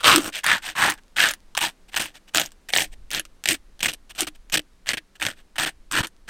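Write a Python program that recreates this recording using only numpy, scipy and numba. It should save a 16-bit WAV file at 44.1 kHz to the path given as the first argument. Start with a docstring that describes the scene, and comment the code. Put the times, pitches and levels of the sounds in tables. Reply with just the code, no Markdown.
"""Scaling a large fish

A wooden scraper is pushed against the scales, close by, outdoors, nearly three strokes a second.
In each stroke the edge drags, skips and bites again; scales flick up in a dense crackle and some
snap off loudly. The crackle rings the wood, the hollow under the hand and the soft body of the
fish, over faint open air."""
import sys
import numpy as np
from scipy import signal
from scipy.fft import rfft, irfft
from scipy.io import wavfile
from scipy.ndimage import uniform_filter1d
from numba import njit

SR = 44100
rng = np.random.default_rng(int(sys.argv[2]) if len(sys.argv) > 2 else 0)


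def log_audio(samples):
    """Write samples as a 16-bit WAV file to the path given in sys.argv[1]."""
    # one column per channel
    frames = np.atleast_2d(samples).T
    # limit to full scale, then quantise
    limited = np.clip(frames, -1, 1)
    pcm = np.round(limited * 32767).astype(np.int16)
    wavfile.write(sys.argv[1], SR, pcm)


N = 277609
TIME = np.arange(N) / SR

# Pushes of the scraper. Each row: start, swell and release in seconds, top force and chatter in dB,
# pitch of the hollow and of the wood in Hz, then the strength of the fish's body, the hollow,
# the wood and the scale's tick, in dB against the edge's ring.
STROKES = [(.031, 0.047, 0.14, -10, 1, 513, 1290, -9.5, -12.5, -0.5, -7),
           (0.19, 0.088, .032, -31, 6, 653.4, 1353, 7, -3.5, 1, 4),
           (0.323, 0.051, 0.045, -27.5, -1.5, 623.6, 1777, -25, -16.5, -6.5, -7.5),
           (0.434, 0.075, 0.0883, -15.5, 3, 920, 1680, -9, -6.5, 4.5, -8),
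           (0.619, 0.058, 0.067, -29, -1, 810, 1745, -12, -9, -2, -4.5),
           (.752, 0.087, 0.11, -15.5, 1.5, 930, 1665, -2.5, -0.5, 5.5, -4),
           (1.161, 0.052, 0.13, -15, 3, 763, 1653, -13, -12, 0, -6),
           (1.6, 0.024, 0.087, -19.5, 0.5, 880, 1690, -10.5, -7.5, -5, -4),
           (1.934, 0.046, 0.13, -25.5, 0.5, 773, 1720, -6.5, -9.5, -3.5, -2.5),
           (2.336, 0.031, 0.12, -23.5, 7, 743, 1605, -5.5, -10.5, -4.5, -3),
           (2.722, 0.072, 0.077, -21.5, 5.5, 695, 1950, -6, -9, -2, 1),
           (3.112, 0.046, 0.064, -25, 3, 680, 1740, -6.5, -16, -6, -7),
           (3.471, 0.034, 0.057, -18, 2.5, 663.6, 1906, -7.5, -16.5, -3.5, 0),
           (3.823, 0.023, 0.09, -21, 7, 641.5, 1716, -4.5, -14.5, -7, -4),
           (4.180, 0.032, 0.042, -22.5, 5.5, 720, 1400, -7, -11.5, -8, -2.5),
           (4.52, 0.03, 0.026, -17, 2, 654, 1760, -7, -14.5, -8, -4),
           (4.867, .040, 0.055, -24.5, 7, 657.5, 1790, -7, -15.5, -4, -7.5),
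           (5.198, 0.05, 0.094, -27.5, 10, 684, 1673, -2, -8, 0.5, -2.5),
           (5.578, 0.052, 0.082, -22.5, 0.5, 750, 1710, -4, -7, 1, -2.5),
           (5.911, 0.082, 0.036, -19.5, 3, 972, 1570, -0.5, -8.5, 1, -6)]
# Scales that snap off at set times, from loud cracks to faint ticks.
# Each row: time in seconds, level in dB, tick against knock in dB.
SNAPS = [(0.0441, -12, -16.5), (.1603, -6, 3.5), (0.4437, -20, -7.5), (0.4645, -12, -7.5),
         (1.1845, -15, -23), (1.337, -27, -2), (1.5510, -26, -10), (1.5759, -13.5, -5), (1.5891, -21, -8),
         (1.609, -25.5, 0.5), (1.9432, -24, -29), (1.9676, -16, -11), (2.3479, -14, -1), (2.3724, -12, 2),
         (2.3824, -11.5, -13), (2.4602, -29.5, 7), (2.5191, -45, 3), (2.7362, -11.5, -17),
         (2.7628, -11, -16), (2.7741, -15, 13), (2.7847, -12, -19), (3.1055, -30.5, -3),
         (3.1477, -17.5, -8), (3.1962, -19, 0), (3.2524, -39, -1), (3.4575, -15, -8), (3.439, -27.5, 0),
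         (3.4877, -10.5, -1.5), (3.7932, -41, -5), (3.8299, -14, -4), (3.8587, -13.5, -6), (4.2073, -15, 7),
         (4.2191, -20, 2), (4.4988, -38, -1.5), (4.5419, -13.5, -1), (4.8607, -38, -12), (4.8901, -13, -6),
         (5.2184, -19, -22), (5.2657, -16, -7.5), (5.583, -19.5, -8), (5.9228, -22.5, 4),
         (6.0707, -32.5, 4)]
# The edge skips and bites again. Each row: start in seconds, length in seconds, force in dB.
BITES = [(1.569, .011, -21), (1.962, 0.018, -13.5), (1.996, 0.017, -18.5), (2.355, 0.011, -13.5),
         (2.687, .018, -30), (3.456, 0.0075, -18), (3.54, 0.014, -24.5), (3.805, 0.013, -29),
         (3.882, 0.02, -21), (3.929, 0.023, -34.5), (4.150, 0.062, -44), (4.269, .02, -27),
         (4.572, 0.017, -18), (4.592, 0.0097, -26), (4.933, 0.016, -20.5), (4.971, 0.019, -28),
         (5.557, .018, -34.5), (5.584, 0.026, -20.5), (5.660, 0.038, -23), (6.030, 0.035, -26)]
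# How the fish's flesh and belly ring. Each row: pitch in Hz, width in Hz, relative level in dB.
BODY_RINGS = [(162, 290, -8), (305, 29, -15.5), (321, 64, -14), (497, 270, -16.5)]
# How a flicked scale rings. Each row: pitch in Hz, width in Hz, relative level in dB.
SCALE_RINGS = [(5770, 3500, -5), (8330, 1800, -4), (13300, 2300, -11)]


def scraping(force, sag_octaves=0.24, dig_db=5, waver=0.033, patchy_db=2, tail_samples=4096):
    """Every flicked scale rings the fish, hollow, wood, edge and scale, each with its own strength."""
    crackle, out = flicks() * force, np.zeros(N)
    count = len(stroke_rings(STROKES[0])[0])
    # no two scales are alike, so each ring wavers in strength and, above the body's, in pitch
    detune = [np.exp(waver * walk(70)) for _ in range(count)]
    strength = [np.sqrt(3) * rng.uniform(-0.77, 1, N) * undb(patchy_db * walk(170))
                for _ in range(count)]
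    bounds = [int(at * SR) for at in grip_changes()] + [N]
    for stroke, start, end in zip(STROKES, bounds, bounds[1:]):
        rings, joint_gain = stroke_rings(stroke)
        span = slice(start, min(end + tail_samples, N))
        touching = np.arange(N)[span] < end
        travel = np.cumsum(force[span] * touching)
        travel = travel / travel[-1] - .5  # runs from -0.5 to 0.5 over the stroke
        for k, (hz, width, db) in enumerate(rings):
            push = crackle[span] * strength[k][span] * touching
            if k < len(BODY_RINGS):  # the flesh is loaded more and more as the edge digs in
                push = push * undb(dig_db * travel)
            else:
                hz = hz * detune[k][span]
            if k == len(BODY_RINGS):  # the hollow closes and its pitch sinks
                hz = hz * 2 ** (-sag_octaves * travel)
            add(out, start, ring(push, hz, width, db) / joint_gain)
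    return out


def flicks(per_second=2700, scatter_db=2.5, row_db=3, rustle_s=0.0093, rustle_db=-5, even_s=0.011):
    """Scales flick free at random, in bunches as the edge crosses their rows."""
    freed = rng.random(N) < per_second / SR
    power = freed * undb(scatter_db * rng.standard_normal(N) + row_db * walk(200)) ** 2
    # each lifted scale rustles briefly against its neighbours
    decay = np.exp(-1 / (rustle_s * SR))
    power = power + undb(rustle_db) ** 2 * signal.lfilter([1 - decay], [1, -decay], power)
    return np.sqrt(power / (smooth(power, even_s) + 1e-9))  # the hand keeps the average force


def stroke_rings(stroke):
    """Lists what rings in one grip on the fish, and the joint gain of all but the body."""
    # How the scraping edge rings. Each row: pitch in Hz, width in Hz, relative level in dB.
    edge_rings = [(2882, 1960, 0)]
    hollow_hz, wood_hz, body_db, hollow_db, wood_db, tick_db = stroke[5:]
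    rings = [(hz, width, db + body_db) for hz, width, db in BODY_RINGS]
    rings += [(hollow_hz, 400, hollow_db), (wood_hz, 720, wood_db)] + edge_rings
    rings += [(hz, width, db + tick_db) for hz, width, db in SCALE_RINGS]
    return rings, np.linalg.norm(undb([0, hollow_db, wood_db, tick_db]))


def grip_changes():
    """Times in seconds when the hand takes each grip: at 0, then halfway through each pause."""
    start, swell, release = np.transpose(STROKES)[:3]
    end = start + swell + release
    return np.r_[0, (start[1:] + end[:-1]) / 2]


def pressure(bite_fade_db=-13):
    """Force of the edge on the scales: long drags, sudden bites and soft brushes."""
    # Light brushes as the scraper is drawn back. Each row: middle and length in seconds, force in dB.
    brushes = [(.005, 0.091, -41.5), (.225, 0.096, -35.5), (.985, .03, -48.5), (1.893, 0.026, -48.5),
               (1.934, 0.039, -45), (2.162, 0.053, -46), (2.288, 0.032, -49), (2.932, 0.034, -48),
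               (4.108, 0.033, -40), (4.357, 0.022, -51.5), (5.161, 0.02, -46.5), (5.39, 0.065, -53.5),
               (6.295, 0.043, -34.5)]
    force = drags()
    for at, length, db in BITES:
        on = (TIME >= at) & (TIME < at + length)
        bite = undb(db + bite_fade_db * ((TIME[on] - at) / length) ** 2)
        force[on] = np.maximum(force[on], bite)
    for at, length, db in brushes:
        on = np.abs(TIME - at) < length / 2
        brush = undb(db) * np.cos(np.pi * (TIME[on] - at) / length)
        force[on] = np.maximum(force[on], brush)
    return smooth(force * hesitation(), seconds=0.0014)


def drags(touch_db=-16.5, leave_db=-32.5, slide_db=-31, slide_s=0.01, settling=0.29):
    """Each stroke swells, lets go and slides off; the edge chatters most as it digs in."""
    force, catch = np.zeros(N), chatter()
    for start, swell, release, top_db, chatter_db, *_ in STROKES:
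        on = (TIME >= start) & (TIME < start + 0.5)
        since_top = TIME[on] - start - swell
        to_rise = np.clip(-since_top / swell, 0, 1)
        fallen = np.clip(since_top / release, 0, 1)
        arch = undb(touch_db * to_rise ** 2.4 + leave_db * fallen ** 2.3)  # higher powers flatten it
        slide_off = undb(slide_db) * np.exp(-np.abs(since_top - release) / slide_s)
        shape = np.where(since_top < release, arch, slide_off)
        force[on] += shape * undb(top_db + chatter_db * catch[on] * (1 - settling * fallen))
    return force


def chatter(gap_s=0.015, spread=0.5, count=2000):
    """The edge sticks and slips: this jumps to 1 at each catch and sinks to -1 before the next."""
    gaps = gap_s * np.exp(spread * rng.standard_normal(count))
    catches = np.r_[0, np.cumsum(gaps)]
    return 1 - 2 * (np.interp(TIME, catches, np.arange(count + 1)) % 1)


def hesitation(skip_s=0.009, skip_db=-16.5, hang_s=0.005, hang_db=-5.5):
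    """The rasp dips as the edge lifts before a bite, or hangs on a scale around each snap in SNAPS."""
    gain = np.ones(N)
    for at, *_ in BITES:
        gain[(TIME >= at - skip_s) & (TIME < at)] = undb(skip_db)
    for at, *_ in SNAPS:
        gain[np.abs(TIME - at) < hang_s] = undb(hang_db)
    return gain


def snapping(snaps, flutter_s=0.0059, flutter_db=-24, body_db=-8, detune=0.11, size=1024):
    """A scale tears out with one sharp crack, rings at pitches of its own and flutters briefly."""
    out, grips = np.zeros(N), grip_changes()
    flutter = undb(flutter_db) * np.exp(-np.arange(size) / SR / flutter_s)
    attack = slice(int(.0025 * SR))  # levels are set on this first instant
    body_end, scale_start = len(BODY_RINGS), -len(SCALE_RINGS)
    for at, level_db, tick_db in snaps:
        rings, _ = stroke_rings(STROKES[np.sum(grips <= at) - 1])
        tear = signal.unit_impulse(size) + flutter * rng.standard_normal(size)
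        shifts = np.exp(detune * rng.standard_normal(len(rings)))
        signs = rng.choice([-1, 1], len(rings))
        tones = [sign * ring(tear, hz * shift, width * 0.97, db)
                 for (hz, width, db), shift, sign in zip(rings, shifts, signs)]
        knock = sum(tones[body_end:scale_start]) + undb(body_db) * sum(tones[:body_end])
        tick = sum(tones[scale_start:])
        snap = knock / rms(knock[attack]) + undb(tick_db) * tick / rms(tick[attack])
        add(out, int(at * SR), snap * undb(level_db) / rms(snap[attack]))
    return out


def random_snaps(force, over_db=4, tick_db=-4, scatter_db=5, lightest_db=-48, hardest_db=-24, tries=260):
    """More scales snap at random where the edge runs lightly; gives rows like those of SNAPS."""
    places = rng.integers(0, N, tries)
    scatter = scatter_db * rng.standard_normal((tries, 2))
    return [(i / SR, 20 * np.log10(force[i]) + over_db + louder, tick_db + brighter)
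            for i, (louder, brighter) in zip(places, scatter)
            if undb(lightest_db) < force[i] < undb(hardest_db)]


def thumping(sag_octaves=0.07, wobble=0.13, rough_db=4.5):
    """The soft body gives way and shudders under a heavy push, with a falling, unsteady pitch."""
    # Each row: middle in seconds, pitch there in Hz, level in dB, spread of the swell (Gaussian sigma) in
    # seconds.
    thumps = [(.168, 320, -23, 0.024), (3.516, 305, -32, .022), (4.232, 310, -37, 0.016),
              (5.268, 129.9, -37, .005), (6.008, 115, -24, .002)]
    out = np.zeros(N)
    unsteady = np.exp(wobble * walk(220))
    rough = undb(rough_db * walk(150))
    for at, hz, db, half_s in thumps:
        near = np.abs(TIME - at) < np.pi * half_s
        offset = (TIME[near] - at) / half_s
        pitch = hz * 2 ** (-sag_octaves * offset) * unsteady[near]
        swell = undb(db) * np.sqrt(2) * np.exp(-offset ** 2 / 2)
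        out[near] += swell * np.sin(2 * np.pi * np.cumsum(pitch) / SR) * rough[near]
    return out


def rocking(force, smooth_s=0.042, give=0.55):
    """The heavy fish rocks on its board, with a dull rumble that grows more slowly than the force."""
    rumble = ring(rng.standard_normal(N), hz=40, width=60, db=-44)
    return rumble * smooth(force, smooth_s) ** give


def loose_scales(peak_per_second=26, flight_s=0.06, scatter_db=5):
    """Flung scales land with faint ticks, most of them soon after a stroke."""
    ends = [start + swell + release for start, swell, release, *_ in STROKES]
    falling = sum((TIME > end) * np.exp(-np.abs(TIME - end) / flight_s) for end in ends)
    landed = rng.random(N) < peak_per_second * falling / SR
    taps = landed * undb(scatter_db * rng.standard_normal(N))
    return ring(taps, hz=3800, width=6000, db=-39)


def surroundings(sound, db=-26.5, fade_s=0.08, dull_hz=2600, size=16384):
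    """Sound scatters back with less treble and dies away by 60 dB in fade_s seconds."""
    tail = rng.standard_normal(size) * undb(-60 * np.arange(size) / SR / fade_s)
    tail = signal.sosfilt(signal.butter(1, dull_hz, fs=SR, output="sos"), tail)
    return signal.fftconvolve(sound, tail * undb(db) / np.linalg.norm(tail))[:N]


def air(start_db=-61, calming_db=3):
    """A soft outdoor hiss that slowly calms."""
    # The tone of open air. Each row: frequency in Hz, relative level in dB.
    air_tone = [(110, -30), (180, 0), (460, -8.5), (736, -12.5), (1450, -14), (3500, -20), (3840, -19),
                (9820, -25.5), (12500, -31.5), (16000, -38)]
    points_hz, points_db = np.transpose(air_tone)
    hz = np.arange(N // 2 + 1) * SR / N
    colour = undb(np.interp(np.log(hz + 1), np.log(points_hz), points_db))
    hiss = irfft(rfft(rng.standard_normal(N)) * colour, N)
    return hiss / rms(hiss) * undb(start_db - calming_db * TIME / TIME[-1])


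def breeze(gust_db=3):
    """Moving air makes a low, uneven rumble."""
    # The strength of the breeze. Each row: time in seconds, level before gusts in dB.
    breeze_levels = [(0, -46.5), (.4, -55), (1.5, -53.5), (2.75, -52), (2.95, -38), (3.1, -47.5),
                     (4.6, -51), (5.3, -51.5), (6.29, -47.5)]
    rumble = ring(rng.standard_normal(N), hz=14, width=20, db=0)
    return rumble * undb(np.interp(TIME, *np.transpose(breeze_levels)) + gust_db * walk(6))


def ring(x, hz, width, db):
    """Rings x around one pitch, width in Hz; at 0 dB white noise keeps about the same power."""
    centre = np.minimum(hz * np.ones(len(x)), .45 * SR)
    once = band(x, centre, float(width))
    return band(once, centre, float(width)) * undb(db) * np.sqrt(2 * SR / np.pi / width)


@njit
def band(x, hz, width):
    """A filter that passes a band around a moving pitch, with gain 1 at its centre."""
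    out, band_state, low_state = np.empty(len(x)), 0., 0.
    for i in range(len(x)):
        angle = 2 * np.pi * hz[i] / SR
        step = np.tan(angle / 2)
        damping = width / hz[i] * angle / np.sin(angle)
        swing = (band_state + step * (x[i] + 1e-18 - low_state)) / (1 + step * (step + damping))
        band_state = 2 * swing - band_state
        low_state += 2 * step * swing
        out[i] = damping * swing
    return out


def walk(per_second):
    """Random levels around zero, joined by straight lines; their spread is near 1."""
    return 0.91 * np.interp(TIME * per_second, np.arange(N), rng.standard_normal(N))


def smooth(x, seconds):
    """A running average, never below zero."""
    return np.abs(uniform_filter1d(x, int(seconds * SR)))


def undb(db):
    """Turns decibels into a gain."""
    return 10 ** (np.asarray(db) / 20)


def rms(x):
    """The average strength of a signal (root mean square)."""
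    return np.sqrt(np.mean(x ** 2) + 1e-20)


def add(track, start, sound):
    """Mixes a sound into the track from a given sample on."""
    part = sound[:max(N - start, 0)]
    track[start:start + len(part)] += part


def scene():
    """Scraping, snaps and thumps close by, in the open air."""
    force = pressure()
    fish = scraping(force) + snapping(list(SNAPS) + random_snaps(force))
    fish = fish + thumping() + rocking(force) + loose_scales()
    return (fish + surroundings(fish) + air() + breeze())[None]


def record(dry):
    """The loudest cracks clip, and the treble above 16000 Hz is cut."""
    treble_cut = signal.ellip(8, .2, 70, 16000, fs=SR, output="sos")
    return signal.sosfilt(treble_cut, np.clip(dry, -1, 1))


dry = scene()
out = record(dry)
log_audio(out)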